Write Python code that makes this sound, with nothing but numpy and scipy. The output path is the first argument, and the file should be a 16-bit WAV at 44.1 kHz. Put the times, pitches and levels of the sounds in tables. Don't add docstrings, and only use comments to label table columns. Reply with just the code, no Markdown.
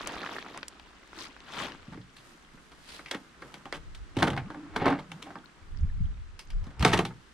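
import sys
import numpy as np
from scipy import signal
from scipy.fft import rfft, irfft, next_fast_len
from scipy.io import wavfile
from scipy.ndimage import map_coordinates

SR = 44100
rng = np.random.default_rng(int(sys.argv[2]) if len(sys.argv) > 2 else 0)


def unload_audio(sound):
    columns = np.transpose(np.atleast_2d(sound))
    steps = np.round(np.clip(columns, -1, 1) * 32767)
    wavfile.write(sys.argv[1], SR, steps.astype(np.int16))


N = 323253

TOP_HZ = 15800
BAG_S = 2.3
SET_DOWN_S = 6.75
MEADOW_DB, BREEZE_DB = -56.5, -64
THUMP_SHARE = 0.21
TUBE_HZ, TUBE_PER_HARDNESS = 2580, 0.87
CLICK_S, BODY_S = 0.006, 0.0056
GUST_RISE, GUST_FALL = 210, 122
BAG_RISE, BAG_FALL = 156, 200
SKID_RISE, SKID_FALL = 270, 1100
LAND_RISE, LAND_FALL = 260, 200
RUB_RISE, RUB_FALL = 110, 69
SLIDE_RISE, SLIDE_FALL = 200, 200
DRAG_RISE, DRAG_FALL = 375, 370

# [f/Hz, likeness -1 to 1]
MORE_ALIKE = [(250, 0.99), (1000, 0.86), (2500, 0.66), (5000, 0.7), (12000, 0.049)]
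LESS_ALIKE = [(150, 0.7), (1000, 0.057), (4000, 0.23), (12000, 0.11)]
BUFFET_ALIKE = [(25, -.1), (60, .5), (130, .8)]
# [f/Hz, left minus right level/dB]
PORT_COLOUR = [(250, -.6), (500, 0), (1100, -1.2), (2500, 1.3), (4500, .4), (9000, -3)]

# [f/Hz, level/dB]
MEADOW_SPECTRUM = [(35, -40.5), (60, 14.5), (98, -42), (179, -0.5), (343, 0.5), (650, -13), (1250, -3),
                   (1700, -4.5), (2470, -10), (2910, -10), (8870, -22.5), (12300, -42), (13800, -70),
                   (15500, -90)]
STIR_SPECTRUM = [(500, -15), (1300, 0), (4500, -11), (12000, -33)]
# [f/Hz, level/dB]
BUFFET_SPECTRUM = [(11, -35), (18, 9.5), (85, -5), (184, -22), (241, -27.5), (305, -46), (400, -56),
                   (520, -50), (880, -120)]
# [start t/s, hold t/s, level/dB]
GUSTS = [(0, 0.059, -54), (1.8, 0.096, -59), (3.79, 0.65, -47), (4.72, 0.16, -44.5), (5.74, 0.068, -35),
         (5.815, 0.05, -25.5), (5.99, 0.057, -25.5), (6.2, 0.12, -45.5), (6.5, .02, -41.5),
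         (6.555, 0.077, -34.5), (6.8, 0.18, -40)]
# [centre t/s, envelope peak level/dB, f/Hz]
LOW_PUSHES = [(.165, -45, 55.3), (4.026, -35.5, 47.5), (5.838, -17.5, 71.6), (5.846, -25, 138),
              (6.011, -25, 153), (6.04, -30, 61), (6.564, -23, 30.3), (6.569, -38, 89),
              (6.629, -30.5, 81.6), (6.814, -21, 66)]

# [start t/s, hold t/s, crumple level/dB, sliding hiss level/dB, billow level/dB]
BAG_MOVES = [(0, 0.14, -42, -52, -52), (.2, 0.076, -44.5, -56, -52), (.335, 0.044, -41.5, -50, -52),
             (.47, 0.016, -46, -61.5, -52.5), (.56, 0.017, -48.5, -57.5, -52.5),
             (.65, 1.3, -59.5, -68, -68.5), (1.18, 0.082, -53, -58.5, -56.5), (1.6, 0.036, -42, -45, -45.5),
             (1.67, 0.039, -58, -66, -50)]
# [start t/s, hold t/s, level/dB]
SKID = [(1.2, 0.072, -45.5)]
# [start t/s, hold t/s, level/dB]
LANDING = [(1.505, .03, -46), (1.548, .02, -43), (1.59, 0.043, -36.5)]
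# [f/Hz, level/dB]
CRUMPLE_SPECTRUM = [(41, -73), (70, -27), (300, 2.5), (400, -6.5), (520, -7), (690, -5), (1160, -3.5),
                    (1900, -7), (2400, -14.5), (3460, -12), (5530, -25), (9000, -35), (11700, -38),
                    (19800, -120)]
HISS_SPECTRUM = [(1470, -12), (2500, -6), (3100, -9), (5570, -16), (8680, -28), (15500, -36)]
GRASS_SPECTRUM = [(500, -26), (1300, 3), (2500, -1.5), (4700, 1.5), (6500, -5), (8800, -8.5), (11000, -17),
                  (15500, -28)]
CRUNCH_SPECTRUM = [(200, -21), (500, -11.5), (800, -3.5), (1100, 3.5), (1900, -7.5), (3400, -5.5),
                   (5200, -17.5), (9000, -24), (15500, -50)]
# [t/s, crack peak level/dB, crack f/Hz, tick peak level/dB]
POPS = [(.009, -33, 920, -57), (0.073, -24, 2410, -30), (0.096, -34, 870, -68), (0.141, -32, 586, -68),
        (0.166, -31, 796, -67), (0.183, -33, 2550, -56), (.232, -29, 1420, -55), (0.262, -26, 1500, -64),
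        (0.293, -29, 1500, -61), (.328, -39, 895, -54), (.357, -32, 900, -53), (.365, -26.5, 1080, -48),
        (0.384, -27.5, 1320, -73), (.426, -33.5, 2300, -61), (0.463, -32.5, 1070, -69),
        (0.487, -39, 1400, -66), (0.546, -39, 1700, -66), (0.575, -34, 1280, -39), (.63, -26.5, 2270, -50),
        (0.682, -36, 4200, -35), (0.797, -38, 3130, -53.5), (1.031, -46, 1400, -68),
        (1.075, -51, 1230, -57), (1.131, -37.5, 1240, -63), (1.188, -31.5, 3580, -50),
        (1.206, -44, 3000, -54), (1.365, -38, 1350, -64), (1.404, -40, 3020, -68),
        (1.659, -33.5, 2400, -50), (1.72, -34.5, 2770, -53), (1.749, -38.5, 1060, -61),
        (1.829, -44, 1280, -63)]
# [f/Hz, level/dB]
POP_SPECTRUM = [(1500, 0.5), (4000, -1.5), (9000, -4), (14000, -28.0)]

# [nominal f/Hz, held level/dB, standing level/dB, t60 t/s]
TOP_MODES = [(95, 0, -4, .2), (117, -7, 1, .26), (179, -8, 0, .25), (222, -8, -4, .14), (284, 3, -11, .15),
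             (345, -2, -4, .1), (393, -6, -3, .11), (441, -3, 3, .13), (570, 2, -14, .14),
             (679, -10, 1, .13), (732, 2, -2, .12), (810, 3, 2, .13), (895, 3, 3, .13), (1075, -2, -6, .12),
             (1178, -5, -3, .13), (1255, -9, -2, .11), (1325, -4, -2, .11), (1520, -1, -6, .12),
             (1590, -1, -4, .12), (1750, -5, -6, .11), (1888, -5, -2, .13), (2158, -2, -2, .13),
             (2690, -7, -8, .1), (3069, -9, -8, .1), (3330, -6, -11, .1), (3461, -12, -9, .1),
             (4062, -16, -13, .1)]
# [f/Hz, t60 t/s]
FRAME_DECAY = [(150, 0.46), (800, 0.17), (3000, 0.12), (10000, 0.16)]
# [f/Hz, level/dB]
CLACK_SPECTRUM = [(60, -5.5), (150, 5), (300, 3.5), (440, 5.5), (540, 2.5), (830, 3), (1700, 0),
                  (2150, 0.5), (2450, -4), (3300, -8), (5000, -7.5), (7000, -27.5), (9500, -34),
                  (12000, -44), (15500, -55)]
# [t/s, level/dB, pitch f/Hz]
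BODIES = [(1.88, -42.5, 153), (1.92, -43.5, 189), (1.95, -45.5, 221), (1.975, -42.5, 202),
          (2.187, -59, 200), (2.268, -58.5, 425), (2.345, -59.5, 483), (2.542, -54.5, 219),
          (3.112, -44, 496), (3.147, -39.5, 342), (4.167, -27, 300), (4.173, -30, 90), (4.216, -27.5, 85),
          (4.228, -27, 515), (4.275, -35, 630), (4.305, -35, 110), (4.346, -43, 130), (4.815, -32.5, 167.6),
          (4.82, -33, 650), (4.86, -25.5, 403), (4.867, -26, 800), (4.902, -32, 795), (5.116, -51, 185),
          (6.668, -44, 187.2), (6.797, -34.5, 86), (6.817, -24.5, 78), (6.847, -25, 600), (6.848, -26, 240),
          (6.85, -26, 98.4), (6.876, -35, 560), (6.93, -32, 610), (6.971, -29.5, 188), (6.987, -28.5, 620),
          (7.02, -35.5, 181)]
# [start t/s, hold t/s, scrape level/dB, hiss level/dB]
RUBS = [(1.9, 3.8, -61.5, -70.5), (2.25, 0.035, -65, -56), (2.55, 0.11, -77, -63.5), (2.8, 0.4, -60, -60.5),
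        (3.46, 0.076, -51, -59.5), (4.48, 0.5, -51, -95), (5.17, 0.12, -53, -63), (5.59, 0.032, -63, -84),
        (5.6, 3.3, -64, -93), (6.66, 0.043, -52, -73), (7.08, 0.31, -91, -65.5)]
# [start t/s, hold t/s, level/dB]
SLIDE = [(2.9, 0.066, -48.5)]
# [f/Hz, level/dB]
SCRAPE_SPECTRUM = [(88, -12.5), (150, 14), (251, 6), (292, 3.5), (457, -0.5), (1300, 2), (2340, -10),
                   (8000, -34.5), (10400, -89), (17600, -120)]
BRUSH_SPECTRUM = [(2000, 0), (5000, -5.0), (9000, -9.0), (12500, -16), (15500, -34)]
SWISH_SPECTRUM = [(880, -6), (1500, -3.5), (2370, -3.5), (4390, -3), (6750, -14.5), (9420, -13),
                  (14200, -30), (15500, -36)]
# [t/s, level/dB, pitch f/Hz, contact hardness/dB, chatter t/s]
KNOCKS = [(1.92, -38, 1170, 0.5, 0.03), (1.974, -47, 1680, -5, 0.003), (2.572, -48, 1680, -3, 0.0096),
          (2.715, -44, 1160, 9, 0.017), (2.992, -36.5, 1280, -8, 0.0041), (3.11, -28, 2050, 18.5, 0.008),
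          (3.132, -30, 1720, -16, 0.024), (3.147, -32, 1000, 10, 0.0025), (3.42, -34.5, 1800, 1, 0.0065),
          (3.54, -39, 840, 15, 0.0046), (3.655, -33, 815, 2, 0.0023), (3.725, -25.5, 2000, 7, 0.0014),
          (3.74, -33, 760, 9.5, 0.03), (4.166, -29, 890, 10, 0.011), (4.184, -25.5, 655, 7.5, 0.034),
          (4.223, -16, 1220, -1, 0.0024), (4.227, -12, 960, 6, 0.0016), (4.269, -24.5, 890, 4.5, 0.0075),
          (4.274, -18.5, 880, 1, 0.01), (4.302, -29, 690, 9.5, 0.0051), (4.33, -29, 765, -1, 0.0086),
          (4.364, -29, 890, 2, 0.0044), (4.375, -23.5, 970, -3, 0.0012), (4.502, -31.5, 890, -4, 0.003),
          (4.544, -34.5, 950, -5, 0.0068), (4.74, -43, 1200, 1, .008), (4.76, -18.5, 1084, 4.5, 0.0085),
          (4.817, -21, 633, -12, 0.0085), (4.856, -16, 840, -4, 0.0053), (4.864, -16.5, 770, -8, 0.0041),
          (4.877, -16.5, 766, -4.5, 0.0095), (4.9, -19.5, 740, -6, 0.0079), (4.927, -21, 838, -11, 0.0048),
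          (4.988, -32, 635, 2.5, 0.014), (5.116, -36.5, 770, 14, 0.004), (5.222, -41.5, 1580, 21.5, 0.0071),
          (5.263, -36, 713, -6, 0.019), (5.304, -35.5, 835, -5, 0.007), (5.355, -31.5, 866, -7, 0.0026),
          (6.667, -47.5, 1000, 10, 0.006), (6.703, -46, 1105, 4, 0.0076), (6.804, -30.5, 800, 9, 0.017),
          (6.824, -20.5, 994, 10.5, 0.006), (6.848, -8.5, 830, 7, 0.0035), (6.871, -35, 1000, 23.5, 0.037),
          (6.913, -27.5, 790, 9, 0.019), (6.925, -25, 1120, 8, 0.0077), (6.931, -12.5, 975, 8.5, 0.012),
          (6.973, -29, 1670, 18, 0.005), (6.989, -16.5, 893, 6.5, 0.0064), (7.05, -27.5, 725, 11.5, 0.0048),
          (7.104, -40, 1100, -15, 0.0086)]
# [t/s, level/dB, pitch f/Hz, contact hardness/dB]
CLICKS = [(2.013, -60, 3800, -18), (2.165, -50, 4334, -2), (2.182, -55, 3100, -7),
          (3.059, -42.5, 2350, -13), (3.082, -48.5, 2640, -11), (3.947, -47.5, 3920, -4),
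          (4.377, -37.5, 2460, -30), (6.391, -43.5, 3100, -1.5), (6.502, -49.5, 2690, -4.5),
          (6.639, -61, 2500, 1.5), (6.794, -45, 3125, -1.5), (6.849, -39.5, 3000, 8.5)]
# [start t/s, hold t/s, drone level/dB, grind level/dB, drone f/Hz]
DRAGS = [(4.197, 0.15, -35.5, -38.5, 285), (4.41, 0.0495, -33, -60, 110.8), (4.507, 0.17, -38, -68, 299.2),
         (4.747, 0.025, -38, -40, 307.5), (4.808, 0.02, -29, -29.5, 281), (4.864, 0.052, -19, -22, 275.5),
         (4.954, 0.026, -31, -40, 282), (5.127, 0.044, -37, -64, 157), (5.254, 0.066, -45.5, -51, 292.6),
         (6.851, 0.13, -24.5, -28, 116.2)]


def amp(db):
    return 10 ** (np.asarray(db) / 20)


def unit(x):
    return x / np.sqrt(np.mean(x ** 2) + 1e-20)


def along(points, hz):
    f, v = np.transpose(points)
    return np.interp(np.log(hz + 1), np.log(f + 1), v)


def wobble(rate):
    knots = rng.standard_normal(int(N * rate / SR) + 4)
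    return map_coordinates(knots, [np.arange(N) * rate / SR])


def white():
    return rng.standard_normal((2, N))


def filtered(x, response):
    n = x.shape[-1]
    m = next_fast_len(n + SR // 10)
    return irfft(rfft(x, m) * response(np.fft.rfftfreq(m, 1 / SR)), m)[..., :n]


def causal(gain):
    cepstrum = irfft(np.log(np.maximum(gain, 1e-6)))
    half = len(cepstrum) // 2
    cepstrum[1:half] *= 2
    cepstrum[half + 1:] = 0
    return np.exp(rfft(cepstrum))


def band(x, lo_hz, hi_hz):
    edges = [lo_hz, min(hi_hz, SR / 2 - 1)]
    return signal.sosfilt(signal.butter(2, edges, "band", fs=SR, output="sos"), x)


def stereo(pair, spectrum, alike):
    def mid_side(hz):
        turn = np.arccos(np.clip(along(alike, hz), -1, 1)) / 2
        return causal(amp(along(spectrum, hz))) * [np.cos(turn), np.sin(turn)]

    mid, side = filtered(pair, mid_side)
    return unit(np.array([mid + side, mid - side]))


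def add(out, s, x):
    part = out[:, max(round(s * SR), 0):][:, :x.shape[-1]]
    part += x[..., :part.shape[-1]]


def swells(rows, rise, fall):
    t = np.arange(N) / SR
    start, hold, *cols = np.transpose(rows)[:, :, None]
    before, after = np.maximum(start - t, 0), np.maximum(t - start - hold, 0)
    shape = amp(-abs(rise) * before - abs(fall) * after)
    return [np.linalg.norm(amp(db) * shape, axis=0) for db in cols]


def crinkles(length_s, rate, spread_db, cycles):
    n, t = int(length_s * SR), np.arange(SR // 140) / SR
    when, pitch, size, phase, turn = rng.random((int(rate * length_s), 5)).T[:, :, None]
    hz = 350 * (TOP_HZ / 350) ** pitch
    strength = hz * amp(-spread_db * np.log(.05 + .95 * size))
    ring = strength * np.exp(-t * hz / abs(cycles)) * np.sin(2 * np.pi * hz * t)
    at = ((when * n).astype(int) + np.arange(len(t))).ravel()
    signs = np.sign(phase - .5), np.sign(turn - .5)
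    pair = np.array([np.bincount(at, (ring * sign).ravel(), N)[:N] for sign in signs])
    return pair / np.sqrt(np.mean(pair[:, :n] ** 2))


def meadow(air_db=-2.0, stir_db=-14, sway_db=4.5):
    air = amp(air_db + wobble(1.425)) * stereo(white(), MEADOW_SPECTRUM, LESS_ALIKE)
    ticks = crinkles(N / SR, rate=110, spread_db=5, cycles=5)
    stir = amp(stir_db + sway_db * wobble(7)) * stereo(ticks, STIR_SPECTRUM, LESS_ALIKE)
    return amp(MEADOW_DB) * (air + stir)


def wind(buffet_db=-1, push_db=0, flutter_db=3):
    eddies = amp(flutter_db * wobble(37)) * white()
    strength = swells(GUSTS, GUST_RISE, GUST_FALL)[0] + amp(BREEZE_DB)
    out = amp(buffet_db) * strength * stereo(eddies, BUFFET_SPECTRUM, BUFFET_ALIKE)
    t = np.arange(-SR // 10, SR // 10) / SR
    for s, db, hz in LOW_PUSHES:
        phase = rng.uniform(0, 2 * np.pi) + rng.normal(0, 1.0, (2, 1))
        push = np.exp(-(hz * t) ** 2) * np.cos(2 * np.pi * hz * t + phase)
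        add(out, s + t[0], amp(db + push_db) * push)
    return out


def bag(crumple_db=1.0, hiss_db=4.5, left_db=3, billow_db=0, skid_db=0, crunch_db=0):
    def blades():
        return crinkles(BAG_S, rate=2200, spread_db=4, cycles=2.5) + .3 * white()

    crumple, hiss, flap = swells(BAG_MOVES, BAG_RISE, BAG_FALL)
    folds = crinkles(BAG_S, rate=1400, spread_db=4, cycles=2.8) + .25 * white()
    folds = amp(2 * wobble(35)) * folds
    cracks = crumple * amp(crumple_db) * stereo(folds, CRUMPLE_SPECTRUM, MORE_ALIKE)
    billow = flap * amp(billow_db) * unit(band(white()[0], 117, 370))
    slide = hiss * amp(hiss_db) * stereo(blades(), HISS_SPECTRUM, LESS_ALIKE)

    stalks = blades()
    skidding = swells(SKID, SKID_RISE, SKID_FALL)[0]
    skid = skidding * amp(skid_db) * stereo(stalks, GRASS_SPECTRUM, LESS_ALIKE)
    landing = swells(LANDING, LAND_RISE, LAND_FALL)[0]
    crunch = landing * amp(crunch_db) * stereo(stalks, CRUNCH_SPECTRUM, MORE_ALIKE)

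    thrown = np.clip((np.arange(N) / SR - .9) / 0.18, 0, 1)
    pan = amp(np.outer([.5, -.5], left_db * thrown))
    busy = np.sqrt(BAG_S * SR / N)
    return (busy * (cracks + slide + skid + crunch) + billow) * pan


def peaked(x):
    return x / np.abs(x).max()


def pops(crack_db=3, tick_db=9, flap_db=-8):
    out, t = np.zeros((2, N)), np.arange(SR // 20) / SR
    fade = np.exp(-t / .0015) + .1 * np.exp(-t / .008)
    for s, crack, hz, tick in POPS:
        pop = stereo(fade * rng.standard_normal((2, len(t))), POP_SPECTRUM, MORE_ALIKE)
        flap = amp(flap_db) * peaked(band(pop, 0.19 * hz, 0.64 * hz))
        body = peaked(band(pop, 0.51 * hz, 1.42 * hz)) + flap
        add(out, s, amp(crack + crack_db) * body)
        add(out, s, amp(tick + tick_db) * peaked(band(pop, 4600, TOP_HZ)))
    return out


def top_modes(standing):
    hz, held_db, standing_db, t60 = np.transpose(TOP_MODES)
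    return hz, standing_db if standing else held_db, t60


def top_ring(t, standing):
    hz, db, t60 = np.array(top_modes(standing))[:, :, None]
    strength = amp(db + rng.normal(0, 3, hz.shape)) * rng.choice([-1, 1], hz.shape)
    bent_hz = hz * (1 + rng.normal(0, .012, hz.shape))
    return np.sum(strength * amp(-60 * t / t60) * np.sin(2 * np.pi * bent_hz * t), axis=0)


def frame_modes(t, count):
    hz = ((np.arange(count) + rng.random(count)) * TOP_HZ / count)[:, None]
    radiated = amp(rng.uniform(-2, 2, hz.shape))
    fade = radiated * amp(-60 * t / along(FRAME_DECAY, hz))
    phase = 2 * np.pi * hz * t
    return np.vstack([fade * np.sin(phase), fade * np.cos(phase)])


def strike(s, chatter, modes, t, frame_db, ring_db=-3.5, uneven_db=5):
    u = t / max(chatter, .002)
    onset = 1 - np.exp(-6 * u)
    bounces = amp(uneven_db * map_coordinates(rng.standard_normal(400), [t * 1000]))
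    contact = bounces * rng.standard_normal((2, len(t))) * np.exp(-u ** 2)
    frame = rng.standard_normal((2, len(modes))) @ modes
    blow = (unit(contact) + amp(frame_db) * unit(frame)) * onset
    joints = stereo(blow, CLACK_SPECTRUM, MORE_ALIKE)
    return joints, joints + amp(ring_db) * unit(top_ring(t, s > SET_DOWN_S) * onset)


def struck(x, lo_hz, hi_hz):
    x = band(x, lo_hz, hi_hz)
    return x / np.sqrt(np.mean(x[:, :SR // 50] ** 2))


def table():
    t = np.arange(SR // 5) / SR
    modes = frame_modes(t, count=520)
    return bodies(modes, t) + knocks(modes, t) + clicks(modes, t)


def bodies(modes, t, body_db=-1):
    out = np.zeros((2, N))
    for s, db, hz in BODIES:
        _, whole = strike(s, BODY_S, modes, t, frame_db=-9, ring_db=-1.5)
        add(out, s, amp(db + body_db) * struck(whole, 0.56 * hz, 0.69 * hz + 110))
    return out


def grains(rate, spread_db, smooth):
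    sizes = amp(spread_db * np.minimum(rng.exponential(size=N), 3))
    slips = (rng.random(N) < rate / SR) * sizes
    strength = signal.lfilter([1], [1, -np.exp(-1000 / SR)], slips ** 2)
    return unit(np.sqrt(strength / strength.mean() + smooth ** 2) * white())


def handling(scrape_db=-3, hiss_db=-2, swish_db=1):
    def friction():
        return grains(rate=600, spread_db=3, smooth=.9)

    scrape, hiss = swells(RUBS, RUB_RISE, RUB_FALL)
    rub = scrape * amp(scrape_db) * stereo(friction(), SCRAPE_SPECTRUM, MORE_ALIKE)
    brush = hiss * amp(hiss_db) * stereo(friction(), BRUSH_SPECTRUM, LESS_ALIKE)
    passing = swells(SLIDE, SLIDE_RISE, SLIDE_FALL)[0]
    swish = passing * amp(swish_db) * stereo(friction(), SWISH_SPECTRUM, LESS_ALIKE)
    return rub + brush + swish


def knocks(modes, t, clack_db=-10, thump_db=-14, clink_db=-20, snap_db=-27):
    out = np.zeros((2, N))
    for s, db, hz, hardness, chatter in KNOCKS:
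        joints, whole = strike(s, chatter, modes, t, frame_db=-5.5)
        thump_hz = THUMP_SHARE * hz
        thump = amp(thump_db) * struck(whole, 0.78 * thump_hz, thump_hz + 230)
        clack = amp(clack_db) * struck(whole, 0.68 * hz, 1.77 * hz)
        clink_gain = amp(clink_db + TUBE_PER_HARDNESS * hardness)
        clink = clink_gain * struck(whole, 1.06 * TUBE_HZ, 2.18 * TUBE_HZ)
        snap = amp(snap_db + hardness) * struck(joints, 7540, TOP_HZ)
        add(out, s, amp(db) * (thump + clack + clink + snap))
    return out


def clicks(modes, t, clack_db=-9, clink_db=-2, snap_db=-3):
    out = np.zeros((2, N))
    for s, db, hz, hardness in CLICKS:
        joints, whole = strike(s, CLICK_S, modes, t, frame_db=-2.5, ring_db=-5.5)
        clack = amp(clack_db) * struck(whole, 0.36 * hz, hz)
        clink = amp(clink_db) * struck(whole, 0.78 * hz, 1.43 * hz)
        snap = amp(snap_db + hardness) * struck(joints, 7900, TOP_HZ)
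        add(out, s, amp(db) * (clack + clink + snap))
    return out


def resonances(f, standing):
    hz, db, t60 = top_modes(standing)
    width = np.log(1000) / np.pi / t60
    return sum(g * 1j * f * w / (c * c - f * f + 1j * f * w) for c, g, w in zip(hz, amp(db), width))


def hinges(drone_db=-8, grind_db=-6, scratch_db=-3, steady=1.0):
    strain, rattle = swells([row[:4] for row in DRAGS], DRAG_RISE, DRAG_FALL)
    t = np.arange(N) / SR
    slips = grains(rate=600, spread_db=3, smooth=.2)
    held = unit(filtered(slips[0], lambda f: resonances(f, False)))
    standing = unit(filtered(slips[0], lambda f: resonances(f, True)))
    scratch = amp(scratch_db) * stereo(slips, CLACK_SPECTRUM, MORE_ALIKE)
    grind = np.where(t > SET_DOWN_S, standing, held) + scratch

    pitch_points = [(s + end, hz) for s, hold, _, _, hz in DRAGS for end in (0, hold / 2)]
    hz = np.interp(t, *np.transpose(pitch_points))
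    phase = 2 * np.pi * np.cumsum(hz) / SR
    tone = (steady + wobble(55)) * np.sin(phase) + wobble(55) * np.cos(phase)
    drone = amp(drone_db) * strain * unit(tone)
    return drone + amp(grind_db) * rattle * unit(band(grind, 180, 3000))


def scene():
    return meadow() + wind() + bag() + pops() + table() + handling() + hinges()


def record(dry, lag=.00002):
    half = np.array([[.5], [-.5]])

    def ports(hz):
        colour = amp(half * along(PORT_COLOUR, hz))
        delay = np.exp(-2j * np.pi * hz * half * lag)
        return colour * delay * (hz < TOP_HZ)

    return filtered(dry, ports)


dry = scene()
out = record(dry)
unload_audio(out)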